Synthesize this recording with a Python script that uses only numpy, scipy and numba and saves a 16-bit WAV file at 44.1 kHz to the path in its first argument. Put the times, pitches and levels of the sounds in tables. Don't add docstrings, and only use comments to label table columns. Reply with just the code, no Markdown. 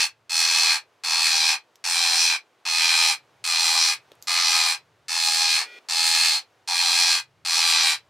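import sys
import numpy as np
from scipy import signal
from scipy.fft import rfft, irfft
from scipy.io import wavfile
from scipy.ndimage import uniform_filter1d
from numba import njit

SR = 44100
rng = np.random.default_rng(int(sys.argv[2]) if len(sys.argv) > 2 else 0)


def persist_wave(psi):
    counts = np.round(np.clip(psi, -1, 1) * 32767).astype(np.int16)
    wavfile.write(sys.argv[1], SR, np.atleast_2d(counts).T)


def ratio_of_db(decibels):
    return 10 ** (np.asarray(decibels, float) / 20)


N = 356769
LEFT_RIGHT = np.array([[1], [-1]])


def level(x, db):
    return x * ratio_of_db(db) / np.sqrt(np.mean(x ** 2))


@njit
def svf(x, hz, width):
    y, band, low = np.empty(len(x)), 0., 0.
    for i in range(len(x)):
        g, k = np.tan(np.pi * hz[i] / SR), width / hz[i]
        v = (band + g * (x[i] - low)) / (1 + g * (g + k))
        band, low, y[i] = 2 * v - band, low + 2 * g * v, k * v
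    return y


def steep(x, hz, width_hz):
    hz = hz + np.zeros(len(x))
    return svf(svf(x, hz, 1. * width_hz), hz, 1. * width_hz)


def modes(x, table, stretch=0.95):
    wall_q = 12.
    out = 0
    for k, (hz, width_hz, db) in enumerate(table):
        ring = svf(x, hz * stretch + 0. * x, max(1. * width_hz, hz / wall_q))
        out = out + (-1) ** k * ratio_of_db(db) * ring
    return out


def colour(x, table):
    hz, db = np.transpose(table)
    f = np.maximum(np.fft.rfftfreq(x.shape[-1], 1 / SR), 1)
    return irfft(rfft(x) * ratio_of_db(np.interp(np.log(f), np.log(hz), db)), x.shape[-1])


def curve(table):
    s, value = np.transpose(table)
    return np.interp(np.arange(N) / SR, s, value)


def elliptic(x, order, ripple_db, stop_db, hz, kind="low"):
    return signal.sosfilt(signal.ellip(order, ripple_db, stop_db, hz, kind, fs=SR, output="sos"), x)


def wander(count, hold_s):
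    k = int(hold_s * SR)
    drift = uniform_filter1d(uniform_filter1d(rng.standard_normal((count, SR)), k), k)
    return drift * np.sqrt(1.5 * k)


def ducking():
    duck_db, recover_s = -11, .1
    t = np.arange(N) / SR
    return duck_db * sum((t > s) * np.clip((s + length - t) / recover_s + .5, 0, 1)
                         for s, length, *_ in SCREECHES)


# frequency in Hz, density in dB per Hz.
STREET_SPECTRUM = [(25, -33), (110, -19.5), (400, 0.5), (1000, -2), (1600, -6), (3000, -10.5),
                   (6300, -18.5), (16000, -33.5)]
# time in seconds, level in dB.
STREET_SWELL = [(.2, -66.5), (.95, -64), (2.55, -64), (4.1, -60), (4.95, -64.5), (5.84, -60), (6.55, -63),
                (7.35, -65.5), (8.05, -63.5)]
# time in seconds, level in dB.
MOTOR_HUM = [(0, -71.5), (2.5, -84), (3.4, -67.5), (4.1, -69), (5.05, -67.5), (5.8, -90.5), (6.6, -73),
             (7.4, -65), (8.05, -65.5)]


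def background():
    mid, side = colour(rng.standard_normal((2, N)), STREET_SPECTRUM)
    hiss = level(mid + .2 * side * LEFT_RIGHT, 0) * ratio_of_db(curve(STREET_SWELL))
    mid, side = (level(steep(rng.standard_normal(N), 115, 60), -2) for _ in range(2))
    return hiss + (mid + .15 * side * LEFT_RIGHT) * ratio_of_db(curve(MOTOR_HUM) + ducking())


# time in seconds, peak in dB, ring in Hz, knock in dB, edge in dB.
TICKS = [
    (1.7565, -38, 5000, -30, -8),
    (4.118, -35, 3200, -6, -14),
    (4.131, -52, 2400, -2, -30),
    (4.153, -52, 8800, -12, -12),
    (4.218, -50, 4000, -20, -4),
    (4.2245, -27, 5500, -30, -8),
    (5.787, -41, 3000, -8, -25),
]


def clicks():
    out, t = np.zeros(N), np.arange(SR // 8) / SR
    for s, db, ring_hz, knock_db, edge_db in TICKS:
        rustle_s = .012 * ratio_of_db((db + 38) / 2)
        crack = rng.standard_normal(len(t)) * (np.exp(-t / .001) + .1 * np.exp(-t / rustle_s))
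        parts = [(0, steep(crack, ring_hz, ring_hz)),
                 (knock_db, steep(crack, 470, 330)),
                 (edge_db, steep(crack, 11500, 5900))]
        i = int(s * SR)
        out[i:i + len(t)] += sum(ratio_of_db(db + part_db) * part / np.abs(part).max() for part_db, part in parts)
    return out


# time in seconds, level in dB.
SQUEAL = [
    (5.6, 4),
    (5.79, 4),
]
# frequency in Hz, level in dB.
SQUEAL_PARTIALS = [(1448, -61), (1933, -57), (2094, -69), (2417, -55), (2875, -74), (3225, -70), (3386, -64),
                   (3531, -69), (4339, -63), (4845, -74), (5329, -68), (6261, -76), (7230, -81), (9372, -82)]
# frequency in Hz, density in dB per Hz.
SQUEAL_SCRAPE = [(180, -43), (300, -13), (434, -4), (1180, -19), (1450, -7), (1650, -13), (2430, -5),
                 (14000, -35)]


def squeal():
    t = np.arange(N) / SR
    tone = sum(ratio_of_db(db) * np.sqrt(2) * np.sin(2 * np.pi * hz * t) for hz, db in SQUEAL_PARTIALS)
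    scrape = level(colour(rng.standard_normal(N), SQUEAL_SCRAPE), -56)
    edge_s = 0.0036
    gate = np.clip(np.minimum(t - SQUEAL[0][0], SQUEAL[-1][0] - t) / edge_s, 0, 1)
    return gate * ratio_of_db(curve(SQUEAL)) * (tone + scrape)


@njit
def syrinx(bunch_hz, start, snap_hz, sag, bunch_stretch, stretch, size):
    snaps, phase = np.zeros(len(bunch_hz) + 1), np.empty(len(bunch_hz))
    bunch_phase, snap_phase, bunch, snap = start, 1., 0, 0
    for i in range(len(bunch_hz)):
        bunch_phase += bunch_hz[i] * bunch_stretch[bunch] / SR
        step = snap_hz[i] * (1 + sag * (.2 - bunch_phase)) * stretch[snap] / SR
        snap_phase += step
        if bunch_phase >= 1:
            bunch_phase, bunch, snap_phase = bunch_phase - 1, bunch + 1, 1.
        if snap_phase >= 1:
            snap_phase, snap = snap_phase - 1, snap + 1
            late = min(snap_phase / step, 1.)
            snaps[i] += size[snap] * late
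            snaps[i + 1] += size[snap] * (1 - late)
        phase[i] = bunch_phase
    return snaps[:-1], phase


def effort(t, length):
    onset_db, swell_s, fade_db, fade_s = -8.5, 0.058, -19.5, 0.027
    ending = np.exp((t - length) / fade_s)
    return t / length, ending, onset_db * np.exp(-t / swell_s) + fade_db * ending


# time in seconds, gape 0-1, palate in dB as the head turns to the phone,
# limp in dB of every other snap.
BEAK_AND_HEAD = [(0, 0., 1.5, 1), (.55, 0.3, 3.5, 2.5), (1.3, .2, 1, 2.5), (2.1, 0.33, 3.5, 3),
                 (2.9, 0.02, 2, 2.5), (3.45, 0, 2, 5), (3.8, 0.26, 3.5, 4), (4.3, .5, 2, 7),
                 (4.7, .5, 1.5, 3.5), (5.35, 0.8, -0.5, 4.5), (6.1, 0.96, -1.5, 5.5), (6.9, .6, 1.5, 4),
                 (7.7, 0.7, 1.5, 5.5)]


def membranes(start, t, bunch_hz, fifth_hz, air):
    bunch_chance, snap_chance, size_chance = rng.standard_normal((3, 2000))
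    count = np.arange(2000)
    limp_db = np.interp(start + count * 5 / fifth_hz[1], *np.transpose(BEAK_AND_HEAD)[::3])
    limp_db = limp_db + 5 * np.exp(-count / 8)
    size = ratio_of_db(.8 * size_chance + limp_db * (-1) ** count)
    lead = int(.011 * SR)
    snaps, phase = syrinx(bunch_hz, 1 - lead * bunch_hz[0] / SR, fifth_hz[0] / 5, .12,
                          1 + .012 * bunch_chance, 1 + .017 * snap_chance, size)
    flutter_db = -5 - 7.5 * np.exp(-t / 0.3)
    slap_share = 0.3
    swing = ratio_of_db(flutter_db / (1 + np.exp((slap_share - phase) / 0.02)))
    swing[:lead] = ratio_of_db(-8)
    breath = ratio_of_db(-9) * np.minimum(t / .03, 1) * air
    return swing, swing * (level(snaps - snaps.mean(), 0) + breath)


# start in seconds, length in seconds, level in dB, bunch rate in Hz,
# fifth partial of the snaps in Hz.
SCREECHES = [(-.46, .53, -17.5, 85.84, 4364), (.295, 0.49, -19, 82.26, 4280),
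             (1.036, 0.53, -19.5, 80.92, 4236), (1.84, 0.53, -19.5, 84.68, 4152),
             (2.652, 0.5, -19.5, 82.63, 4173), (3.44, 0.51, -19.5, 82.58, 4197),
             (4.271, 0.49, -19.5, 84, 4200), (5.082, 0.56, -20.5, 82.4, 4293),
             (5.886, 0.51, -19, 82.7, 4334), (6.675, 0.53, -19, 86.38, 4236),
             (7.449, 0.51, -19, 82.94, 4150)]
# frequency in Hz, width in Hz, level in dB.
CHEST_MODES = [(810, 330, 0), (1340, 350, -6)]
THROAT_MODES = [(2594, 228, -4.5), (1972, 1500, -3.5), (3010, 1200, -6.5)]
PALATE_MODES = [(5394, 450, -2.5), (5940, 730, -6)]
RASP_MODES = [(7790, 600, 3), (9780, 1100, -0.5), (11900, 2400, -11.5), (15200, 2900, -8.5)]
BODY_MODES = [(520, 110, -22.5)]


def parakeet():
    out = np.zeros(N + SR)
    head_s, gapes, palates_db, _ = np.transpose(BEAK_AND_HEAD)
    for start, length, top_db, rate_hz, pitch_hz in SCREECHES:
        t = np.arange(int(length * SR)) / SR
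        air = rng.standard_normal(SR)
        breath_air, tract_air = air[:len(t)], air[-len(t):]
        drifts = wander(count=6, hold_s=.06)[:, :len(t)]
        pitch_drift, chest_drift, throat_drift, rasp_drift, palate_drift, shift_drift = drifts
        gone, ending, lost_db = effort(t, length)
        gape = np.clip(np.interp(start + t, head_s, gapes), 0, 1)
        palate_db = np.interp(start + t, head_s, palates_db) + 1.5 * palate_drift

        bunch_hz = rate_hz + 2.5 * (.5 - gone) - 3.5 * ending
        fifth_hz = pitch_hz + 170.4 * (np.exp(-t / .1) - .2) + 43 * pitch_drift
        chest_db = -15 - 0.5 * lost_db + 1.5 * chest_drift
        throat_db = -9 - 0.43 * lost_db + 2.5 * gone - 2.5 * gape + 1.5 * throat_drift
        rasp_db = -10 - 0.14 * lost_db + 1.5 * rasp_drift

        swing, source = membranes(start, t, bunch_hz, (fifth_hz, pitch_hz), breath_air)
        source = source - .97 * (1 - gape) * svf(source, fifth_hz * 2 / 5, 180.)
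        neck = fifth_hz / 4270
        beak = svf(source, fifth_hz, 680.) - ratio_of_db(palate_db) * modes(source, PALATE_MODES, neck)
        throat = modes(source, THROAT_MODES, 1 + .025 * shift_drift)
        rasp = steep(modes(source + ratio_of_db(-8) * tract_air, RASP_MODES), 10000, 12000)
        chest_neck = neck * (1 + .1 * (.5 - gone))
        chest = steep(modes(source + ratio_of_db(1) * swing * tract_air, CHEST_MODES, chest_neck), 1050, 1100)

        voice = level(beak, 0) + ratio_of_db(throat_db) * level(throat, 0)
        tract_top_hz = 6900
        voice = signal.sosfilt(signal.butter(4, tract_top_hz, fs=SR, output="sos"), voice)
        voice = voice + ratio_of_db(rasp_db) * level(rasp, 0) + ratio_of_db(chest_db) * level(chest, 0)
        voice = elliptic(voice, 4, 1, 40, 730, "high")
        voice += ratio_of_db(chest_db) * modes(level(modes(swing * breath_air, BODY_MODES), 0), BODY_MODES)
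        fade = np.minimum(np.arange(len(t))[::-1] / (0.00091 * SR), 1)
        i = int(start * SR) + SR
        out[i:i + len(t)] += ratio_of_db(top_db + lost_db) * fade * voice
    return out[SR:]


def cabin(x):
    bass_t60_s, treble_t60_s, mid_db, side_db = 0.13, 0.1, -4.5, -12.5
    t = np.arange(SR // 2) / SR
    echoes = rng.standard_normal((4, len(t))) * np.clip((t - .0012) / 0.0044, 0, 1)
    bass = uniform_filter1d(echoes, size=7)
    tail = bass * ratio_of_db(-60 * t / bass_t60_s) + (echoes - bass) * ratio_of_db(-60 * t / treble_t60_s)
    turns_per_s = .15
    angle = 2 * np.pi * turns_per_s * np.arange(N) / SR
    here, there = x * np.cos(angle), x * np.sin(angle)
    ring = [signal.fftconvolve(v, h / np.linalg.norm(h))[:N]
            for v, h in zip((here, there, here, there), tail)]
    mid, side = ring[0] + ring[1], ring[2] + ring[3]
    side = .5 * side + signal.lfilter(*signal.butter(1, 2600, "high", fs=SR), side)
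    return x + ratio_of_db(mid_db) * mid + ratio_of_db(side_db) * side * LEFT_RIGHT


def scene():
    ticks, whine = clicks(), squeal()
    inside = ratio_of_db(-1.5) * cabin(parakeet() + .3 * ticks + .4 * whine)
    return inside + .7 * ticks + .65 * whine + background()


def roll_off(x):
    return signal.sosfilt(signal.butter(12, 15990, fs=SR, output="sos"), x)


def record(dry):
    rounding, top_hz = 0.66, 15900
    mix = elliptic(np.tanh(rounding * dry) / rounding, 8, .2, 60, top_hz)
    return roll_off(mix)


dry = scene()
out = record(dry)
persist_wave(out)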